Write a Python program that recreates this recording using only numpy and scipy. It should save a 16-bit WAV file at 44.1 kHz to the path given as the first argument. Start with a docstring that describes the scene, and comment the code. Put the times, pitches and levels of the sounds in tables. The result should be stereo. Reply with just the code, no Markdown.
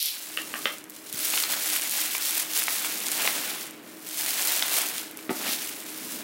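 """Bubble wrap crinkles as it is pulled off a paper-covered cardboard box, close to a small stereo microphone.
The bent film releases elastic energy in waves of tiny clicks; creases tick and air cells buckle with
hollow snaps. Early on, a craft knife is put down on the mat and rings in damped modes. The box is
knocked and dragged on the desk, and a fan hums in the small room."""
import sys
import numpy as np
from scipy import signal
from scipy.fft import rfft, irfft, next_fast_len
from scipy.io import wavfile

SR = 44100
rng = np.random.default_rng(int(sys.argv[2]) if len(sys.argv) > 2 else 0)


def to_wav(sig):
    """Store sig (one row per channel, or 1-D mono) as 16-bit WAV at the path in sys.argv[1].

    Samples outside -1..1 are clipped; the rate is SR.
    """
    pcm = np.clip(np.atleast_2d(sig), -1, 1) * 32767
    pcm = np.round(pcm).astype(np.int16)
    wavfile.write(sys.argv[1], SR, pcm.T)  # frames by channels


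N = 274743

# Buckling air cells. Each row: time in seconds, relative peak in dB, pitch in Hz, left minus right in dB.
CELL_SNAPS = [(1.3389, -16, 2670, -2.0), (1.3763, -11, 2860, -1.0), (1.4371, -14, 4000, 1.0),
              (1.5354, -18, 3140, -4.0), (1.7619, -18, 2610, 1.5), (2.1505, -18, 2130, -1.0),
              (2.2223, -24, 4300, 2.0), (2.6209, -17, 2630, 3.0), (2.6823, -13, 1870, 2.0),
              (2.8464, -19, 2780, 2.5), (3.275, -10, 2400, 4.5), (4.6239, -10, 3350, 2.5),
              (5.1901, -33, 2010, 3.5)]


def from_db(db):
    """Amplitude ratio of a level in decibels."""
    return 10 ** (np.asarray(db) / 20)


def rms_one(x):
    """Normalisation to unit rms."""
    return x / np.sqrt(np.mean(x ** 2) + 1e-20)


def peak_at(x, db):
    """Normalisation to a peak level."""
    return from_db(db) * x / np.abs(x).max()


def in_time(rows):
    """Linear interpolation of each column of a time curve at every sample."""
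    times, *columns = np.transpose(rows)
    return [np.interp(np.arange(N) / SR, times, column) for column in columns]


def at_hz(points, hz):
    """Interpolation on a logarithmic frequency axis."""
    freqs, values = np.transpose(points)
    return np.interp(np.log(hz), np.log(freqs), values)


def bands(spectrum):
    """Filter bank: centre, gain and band-pass of each band that a spectrum covers."""
    edges_hz = np.r_[np.geomspace(28, 2000, 12)[:-1], np.geomspace(2000, 17000, 11)]
    for low, high in zip(edges_hz, edges_hz[1:]):
        if high > spectrum[0][0] and low < spectrum[-1][0]:
            hz = np.sqrt(low * high)
            sos = signal.butter(2, [low, high], "band", fs=SR, output="sos")
            yield hz, from_db(at_hz(spectrum, hz)), sos


def drift(corner_hz):
    """Slow random modulation: low-passed noise of unit rms."""
    step, settling = 40, 2000
    r = np.exp(-2 * np.pi * corner_hz * step / SR)
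    white = rng.standard_normal(N // step + settling + 2)
    slow = signal.lfilter([1], [1, -2 * r, r * r], white)[settling:]
    return np.interp(np.arange(N) / step, np.arange(len(slow)), rms_one(slow))


def stroke(start, length, rise_s, release_s):
    """Envelope of a push: linear rise, then exponential decay once its length has passed."""
    t = np.arange(N) / SR - start
    return np.clip(t / rise_s, 0, 1) * np.exp(-np.maximum(t - length, 0) / release_s)


def contact(hz, rattle_db, rattle_s):
    """Impact force: an impulse and a short rattle; a softer contact has a narrower bandwidth."""
    t = np.arange(SR // 4) / SR
    push = (t == 0) + from_db(rattle_db) * rng.standard_normal(len(t)) * np.exp(-t / rattle_s)
    return signal.sosfilt(signal.butter(2, min(hz, .45 * SR), fs=SR, output="sos"), push + 1e-18)


def ring(x, hz, t60):
    """Damped resonator: one mode driven by x, falling 60 dB in t60 seconds."""
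    r = np.exp(-np.log(1000) / (t60 * SR))
    angle = 2 * np.pi * min(hz / SR, .45)
    return signal.lfilter([.5, 0, -.5], [1, -2 * r * np.cos(angle), r * r], x + 1e-18)


def ports(x, pan_db):
    """Path difference: sound from one side reaches the far microphone port later and weaker."""
    size = next_fast_len(len(x) + 64)
    lag_s = 3.9e-5 * min(abs(pan_db) / 6, 1)
    delay = np.exp(-2j * np.pi * np.fft.rfftfreq(size, 1 / SR) * lag_s)
    late = irfft(rfft(x, size) * delay, size)[:len(x)]
    balance = rms_one(from_db([[pan_db / 2], [-pan_db / 2]]))
    return np.array([x, late] if pan_db > 0 else [late, x]) * balance


def diffuse(pair, hz):
    """Diffuse-field coherence: two independent signals become left and right, alike in the bass."""
    # Each row: frequency in Hz, correlation between the ports from -1 to 1.
    coherence = [(60, 0.99), (300, 0.98), (640, 0.36), (1400, 0.35), (3100, -0.26), (6800, 0.42),
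                 (11000, 1), (16000, -0.85)]
    alike = np.clip(at_hz(coherence, hz), -1, 1)
    return np.sqrt((1 + alike) / 2) * pair[0] + np.sqrt((1 - alike) / 2) * pair[1] * [[1], [-1]]


def noise(spectrum):
    """Diffuse stereo noise of unit rms, shaped band by band."""
    white = rng.standard_normal((2, 2, N))
    return rms_one(sum(gain * diffuse(signal.sosfilt(sos, white[k % 2]), hz)
                       for k, (hz, gain, sos) in enumerate(bands(spectrum))))


def add(out, s, sound):
    """Superposition of a short sound at s seconds."""
    at = max(round(s * SR), 0)
    out[:, at:at + sound.shape[1]] += sound[:, :N - at]


def grains(spectrum, per_s, spread_db, clump_db, colour_db):
    """Crackling noise: tiny slips come in avalanches, each slip with its own size and colour."""
    at = np.flatnonzero(rng.random(N) < per_s * from_db(clump_db * drift(45)) / SR)
    size_db = spread_db * np.minimum(rng.exponential(1, len(at)), 5)
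    out = np.zeros(N)
    for hz, gain, sos in bands(spectrum):
        band_db = size_db + colour_db * rng.uniform(-0.33, 1, len(at))
        clicks = np.full(N, 1e-18)
        clicks[at] = from_db(band_db) * rng.choice([-1, 1], len(at))
        out += gain * signal.sosfilt(sos, clicks)
    return rms_one(out)


def sheet(spectrum, width_db, pan_db=0, **texture):
    """Extended source: independent crackle on the left and on the right shares a constant power."""
    left, right = (ports(grains(spectrum, **texture), side * width_db) for side in (1, -1))
    share = 1 / (1 + from_db(-2 * pan_db))
    return np.sqrt(share) * left + np.sqrt(1 - share) * right


def handling():
    """Driving force: how hard the hands work the film, and on which side, through four moves."""
    # Each row: time in seconds, effort in dB, lean (positive to the left).
    lift = [(0.12, -39.5, 3), (0.212, -39.5, 2), (0.728, -39.5, 3), (0.882, -62, 5), (0.896, -49.5, 4),
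            (1.024, -49, 3), (1.1, -42, 6), (1.11, -55, 6)]
    peel = [(1.12, -46, 6), (1.13, -37.5, 0.5), (1.24, -30, -0.5), (1.37, -28.5, -2), (1.38, -25.5, 0),
            (1.48, -33, 2), (1.52, -26.5, -1), (1.59, -32.5, -1.5), (1.84, -30.5, 2.5), (1.89, -30.5, -1.5),
            (2.05, -30.5, 1), (2.1, -33.5, 0), (2.17, -30, 0), (2.19, -40, -0.5), (2.23, -29, 1.5),
            (2.41, -29.5, 3.5), (2.45, -39.5, 0.5), (2.58, -29, 1.5), (2.94, -33.5, 2.5), (3.28, -28, -0.5),
            (3.6, -38, 0.5), (3.8, -59, 3)]
    tug = [(3.85, -52.5, 0), (3.996, -51, 0), (4.074, -39, 3), (4.202, -29.5, 4.5), (4.758, -29, 3),
           (4.894, -30.5, 4), (4.924, -36.5, 5), (4.996, -33.5, 3.5), (5.138, -53.5, 0), (5.15, -57, -1),
           (5.178, -46, 3), (5.27, -49, -2)]
    shove = [(5.29, -55, -3), (5.304, -37.5, -2.5), (5.406, -39.5, -2), (5.532, -30.5, 8), (5.572, -37, 2),
             (5.96, -41.5, 3.5), (6.116, -38, -2), (6.198, -37.5, 2), (6.23, -48, 3)]
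    return in_time(sorted(lift + peel + tug + shove))


def stick_slip(effort):
    """Stick-slip: the film catches and lets go in surges; whole folds follow with a first-order lag."""
    surge_db, fold_lag_s = 1.27, 0.059
    surge = from_db(surge_db * drift(corner_hz=5))
    pole = np.exp(-1 / (fold_lag_s * SR))
    return surge * effort, surge * signal.lfilter([1 - pole], [1, -pole], effort)


def film_crinkle(strain, lean):
    """Elastic release: the strained film sheds a dense stream of bright clicks."""
    # Each row: frequency in Hz, relative spectral density in dB.
    spectrum = [(900, -20), (2000, -9), (4000, -3.5), (7000, -2.5), (10000, 0), (12500, 0), (15500, .5)]
    crackle = sheet(spectrum, width_db=15, pan_db=1.5 * lean,
                    per_s=3800, spread_db=3.3, clump_db=3.5, colour_db=6)
    return from_db(5) * strain * crackle


def fold_crumple(bending, pushed, lean):
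    """Crumpling: whole folds give way with a deeper crackle; bending and pushing add in power."""
    # Each row: frequency in Hz, relative spectral density in dB.
    spectrum = [(600, -26), (1200, -5), (2300, 1), (3300, -0.5), (5000, -8.5), (8000, -9.5)]
    crushing = np.hypot(from_db(-7.5) * bending, from_db(2) * pushed)
    return crushing * sheet(spectrum, width_db=2.5, pan_db=4.4 * lean,
                            per_s=1400, spread_db=2, clump_db=2.5, colour_db=18)


def box_rubbing(bending, pushed):
    """Sliding friction: the wrap rubs on the box in small, low-pitched slips."""
    # Each row: frequency in Hz, relative spectral density in dB.
    spectrum = [(250, -13.5), (480, -4.5), (740, 1), (1100, -4.5), (2000, -2.5)]
    drive = from_db(-2) * np.hypot(from_db(-15) * bending, pushed)
    return drive * sheet(spectrum, width_db=3, per_s=800, spread_db=3, clump_db=2, colour_db=15.5)


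def finger_slides():
    """Skin friction: fingers slide off the taut film in slips so dense that they merge into a hiss."""
    # Each row: start, length, rise and release in seconds, relative level in dB.
    slides = [(0.0, 0.086, 0.0017, .055, -31), (5.435, 0.11, 0.055, .012, -35)]
    # Each row: frequency in Hz, relative spectral density in dB.
    spectrum = [(1500, -35), (2100, -16), (3000, -6.5), (4800, -1.5), (7500, -19), (9700, -10),
                (11000, -9.5), (13000, -4), (15500, -15)]
    sliding = sum(from_db(db) * stroke(*timing) for *timing, db in slides)
    hiss = sheet(spectrum, width_db=25, per_s=9000, spread_db=2, clump_db=1, colour_db=16)
    return from_db(5) * sliding * hiss


def fan():
    """Narrow-band noise makes wavering fan tones over a broadband rush of air; both swell and sink."""
    # Each row: frequency in Hz, bandwidth in Hz, relative level in dB.
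    tones = [(312, 10, 0), (416, 14, -10), (624, 9, -10)]
    # Each row: frequency in Hz, relative spectral density in dB.
    air = [(30, -23), (60, -12), (120, -7.5), (200, 1), (400, 1.5), (500, -4), (900, -5), (2500, -5),
           (5000, -30.5), (16000, -17)]
    # Each row: time in seconds, relative level in dB.
    swell = [(0.0, -62.5), (0.5, -46.5), (0.95, -51), (1.2, -48), (2.17, -51), (3.38, -46.5), (3.8, -48.5),
             (4.15, -49), (6.23, -46)]
    hum = 0
    for hz, width, db in tones:
        t60 = np.log(1000) / (np.pi * width)
        hum += from_db(db) * rms_one(ring(rng.standard_normal(N), hz, t60))
    return from_db(in_time(swell)[0] - 3.5) * (hum + from_db(4.5) * noise(air))


def stray_creases(effort_db, lean):
    """Poisson process: lesser creases flip at random, following the effort in level and side."""
    per_s, pitch_range_hz = 10, (8100, 13000)
    at = np.flatnonzero(rng.random(N) < per_s / SR)
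    for i, (size, pitch, side) in zip(at, rng.uniform(-1, 1, (len(at), 3))):
        db = effort_db[i] + 16 + 2.5 * size
        yield i / SR, db, np.interp(pitch, [-1, 1], pitch_range_hz), lean[i] + 5 * side


def crease_ticks(effort_db, lean):
    """Snap-through: a crease flips with one sharp click, then the film flutters for a moment."""
    # Each row: time in seconds, relative peak in dB, pitch in Hz, left minus right in dB.
    sharpest = [(0.0278, -8, 12400, -2.5), (0.0583, -11, 13000, -2.5), (0.7836, -25, 9140, 0.0),
                (0.841, -25, 10500, 2.5), (0.8984, -23, 15200, 2.5), (0.9054, -24, 13700, 4.0),
                (0.9642, -25, 8720, 3.5), (1.0984, -24, 9860, 4.5), (1.1274, -17, 9420, 1.0),
                (1.4264, -11, 10300, -1.5), (1.8208, -9, 7880, 6.5), (2.1814, -13, 11600, -2.0),
                (2.4004, -13, 8700, 4.0), (3.0674, -14, 5000, 1.5), (3.0844, -9, 6590, 4.0),
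                (3.1173, -7, 10800, 4.0), (3.7095, -24, 12100, -3.0), (4.4244, -8, 10900, 5.5),
                (4.8878, -10, 12200, 5.5), (5.1123, -24, 14000, 2.5), (5.1726, -21, 13500, 1.0)]
    out = np.zeros((2, N))
    for s, db, hz, pan_db in sharpest + list(stray_creases(effort_db, lean)):
        flip = contact(15850, rattle_db=-15, rattle_s=0.0006)[:512]
        click = ring(flip, hz, t60=0.0004)
        add(out, s, ports(peak_at(click, db), pan_db))
    return from_db(4) * out


def impacts(blows, modes, rattle_db, rattle_s, pan_db):
    """Modal superposition: each blow rings all the modes of the struck body."""
    out = np.zeros((2, N))
    for s, db, bandwidth_hz in blows:
        push = contact(bandwidth_hz, rattle_db, rattle_s)
        body = sum(from_db(mode_db) * ring(push, hz, t60) for hz, mode_db, t60 in modes)
        add(out, s, ports(peak_at(body, db), pan_db))
    return out


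def knife_clacks():
    """Impact excitation: the knife meets the mat and its heavily damped modes clack."""
    # Each row: time in seconds, peak in dB, contact bandwidth in Hz.
    blows = [(0.3737, -10.5, 3400), (0.386, -21.5, 3000), (0.5399, -14.5, 1900), (0.556, -23, 1400),
             (0.6564, -5, 3420)]
    # Each row: frequency in Hz, relative level in dB, t60 in seconds.
    modes = [(242, -26.5, 0.056), (600, -16, 0.014), (756, -23, 0.0093), (1220, -6.5, 0.01),
             (1810, 1, 0.0036), (2790, 2.5, 0.0075), (3180, -15, .005), (4600, -14, 0.0046)]
    return impacts(blows, modes, rattle_db=-18, rattle_s=0.0019, pan_db=-5)


def box_knocks():
    """Box resonance: knocks ring the low modes of the cardboard box."""
    # Each row: time in seconds, peak in dB, contact bandwidth in Hz.
    blows = [(1.141, -33.5, 111), (5.2937, -13.5, 2800), (5.3068, -20, 1300)]
    # Each row: frequency in Hz, relative level in dB, t60 in seconds.
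    modes = [(85, -27, 0.078), (203, -31, 0.18), (251, -9, 0.11), (301, 5, 0.047), (352, -6.5, 0.058),
             (552, -3, 0.025), (693, -5, 0.046), (864, -3, 0.028), (1190, -3, 0.014), (1400, -12, 0.037),
             (1920, 5.5, 0.0038), (2660, -4, 0.0053)]
    return impacts(blows, modes, rattle_db=-21.5, rattle_s=0.016, pan_db=1.5)


def cell_snaps():
    """Buckling: an air cell gives way and rings briefly, shaking the larger fold an octave below."""
    out = np.zeros((2, N))
    for s, db, hz, pan_db in CELL_SNAPS:
        push = contact(2 * hz, rattle_db=-10, rattle_s=0.0015)
        pop = ring(push, hz, t60=0.003) + from_db(-7) * ring(push, hz / 2, t60=0.003)
        add(out, s, ports(peak_at(pop, db), pan_db))
    return from_db(2) * out


def flurries():
    """Mechanical coupling: the wrap around a buckling cell is pushed in proportion to the snap."""
    lead_s = 0.016
    return sum(from_db(db - 27.5) * stroke(s - lead_s, length=0.01, rise_s=lead_s, release_s=0.0074)
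               for s, db, _, _ in CELL_SNAPS)


def dragging():
    """Friction drives both wrap and desk as the box is dragged: one envelope for each."""
    # Each row: start, length and rise in seconds, relative levels of rubbing and of rumble in dB.
    drags = [(1.484, 0.073, .02, -40.5, -48), (2.758, 0.37, 0.041, -46.5, -52),
             (3.143, 0.14, 0.038, -35.5, -49), (3.333, 0.18, 0.049, -43.5, -49),
             (3.6, 0.31, .05, -60.5, -49.5), (4.123, 0.735, 0.33, -41, -69),
             (5.366, 0.097, 0.12, -33.5, -36.5), (5.98, 0.3, .06, -63, -44)]
    return sum(from_db([[rub_db], [desk_db]]) * stroke(s, length, rise, release_s=0.052)
               for s, length, rise, rub_db, desk_db in drags)


def desk_rumble(drive):
    """Forced vibration: the desk rumbles under the dragged box."""
    # Each row: frequency in Hz, relative spectral density in dB.
    spectrum = [(35, -16), (70, -14), (120, -8), (190, 3.5), (250, 19), (400, -2.5), (600, 16)]
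    return from_db(-2) * drive * noise(spectrum)


def room(x, build_s):
    """Reverberation: diffuse reflections build up within milliseconds and die sooner in the treble."""
    # Each row: frequency in Hz, relative reflected level in dB.
    walls = [(150, -5), (600, -.5), (2000, 0), (6000, -1.5), (15000, -4)]
    # Each row: frequency in Hz, reverberation time in seconds.
    decay_times = [(150, 0.32), (1500, 0.22), (5000, 0.23), (15000, 0.081)]
    t = np.arange(SR // 2) / SR
    onset = 1 - np.exp(-(t / build_s) ** 2)
    tail = 0
    for hz, gain, sos in bands(walls):
        shape = onset * np.exp(-np.log(1000) * t / at_hz(decay_times, hz))
        reflections = diffuse(signal.sosfilt(sos, rng.standard_normal((2, len(t)))), hz)
        tail += gain * reflections * shape / np.linalg.norm(shape)
    return signal.fftconvolve(x[None], tail, axes=1)[:, :N]


def scene():
    """Direct and reverberant sound add; the film is close, while knife, box and snaps fill the room more."""
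    effort_db, lean = handling()
    strain, bending = stick_slip(from_db(effort_db))
    dragged, desk_drive = dragging()
    pushed = np.hypot(dragged, flurries())
    wrap = film_crinkle(strain, lean) + fold_crumple(bending, pushed, lean)
    wrap += box_rubbing(bending, pushed) + finger_slides() + crease_ticks(effort_db, lean)
    snaps, knife, box = cell_snaps(), knife_clacks(), box_knocks()
    left, right = from_db(-14) * wrap + from_db(-10) * snaps + from_db(-3) * knife + from_db(-7) * box
    reverb = room(left, build_s=0.0097) + room(right, build_s=0.0066)
    return wrap + snaps + knife + box + reverb + desk_rumble(desk_drive) + fan()


def record(dry):
    """Band limiting and overload: the small microphone loses bass, clips rare peaks and cuts the top."""
    bass_hz, top_hz, overload = 130, 15850, 0.8
    thin = signal.sosfilt(signal.butter(2, bass_hz, "high", fs=SR, output="sos"), dry)
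    clipped = np.clip(thin, -overload, overload)
    return signal.sosfilt(signal.ellip(16, .1, 80, top_hz, fs=SR, output="sos"), clipped)


dry = scene()
out = record(dry)
to_wav(out)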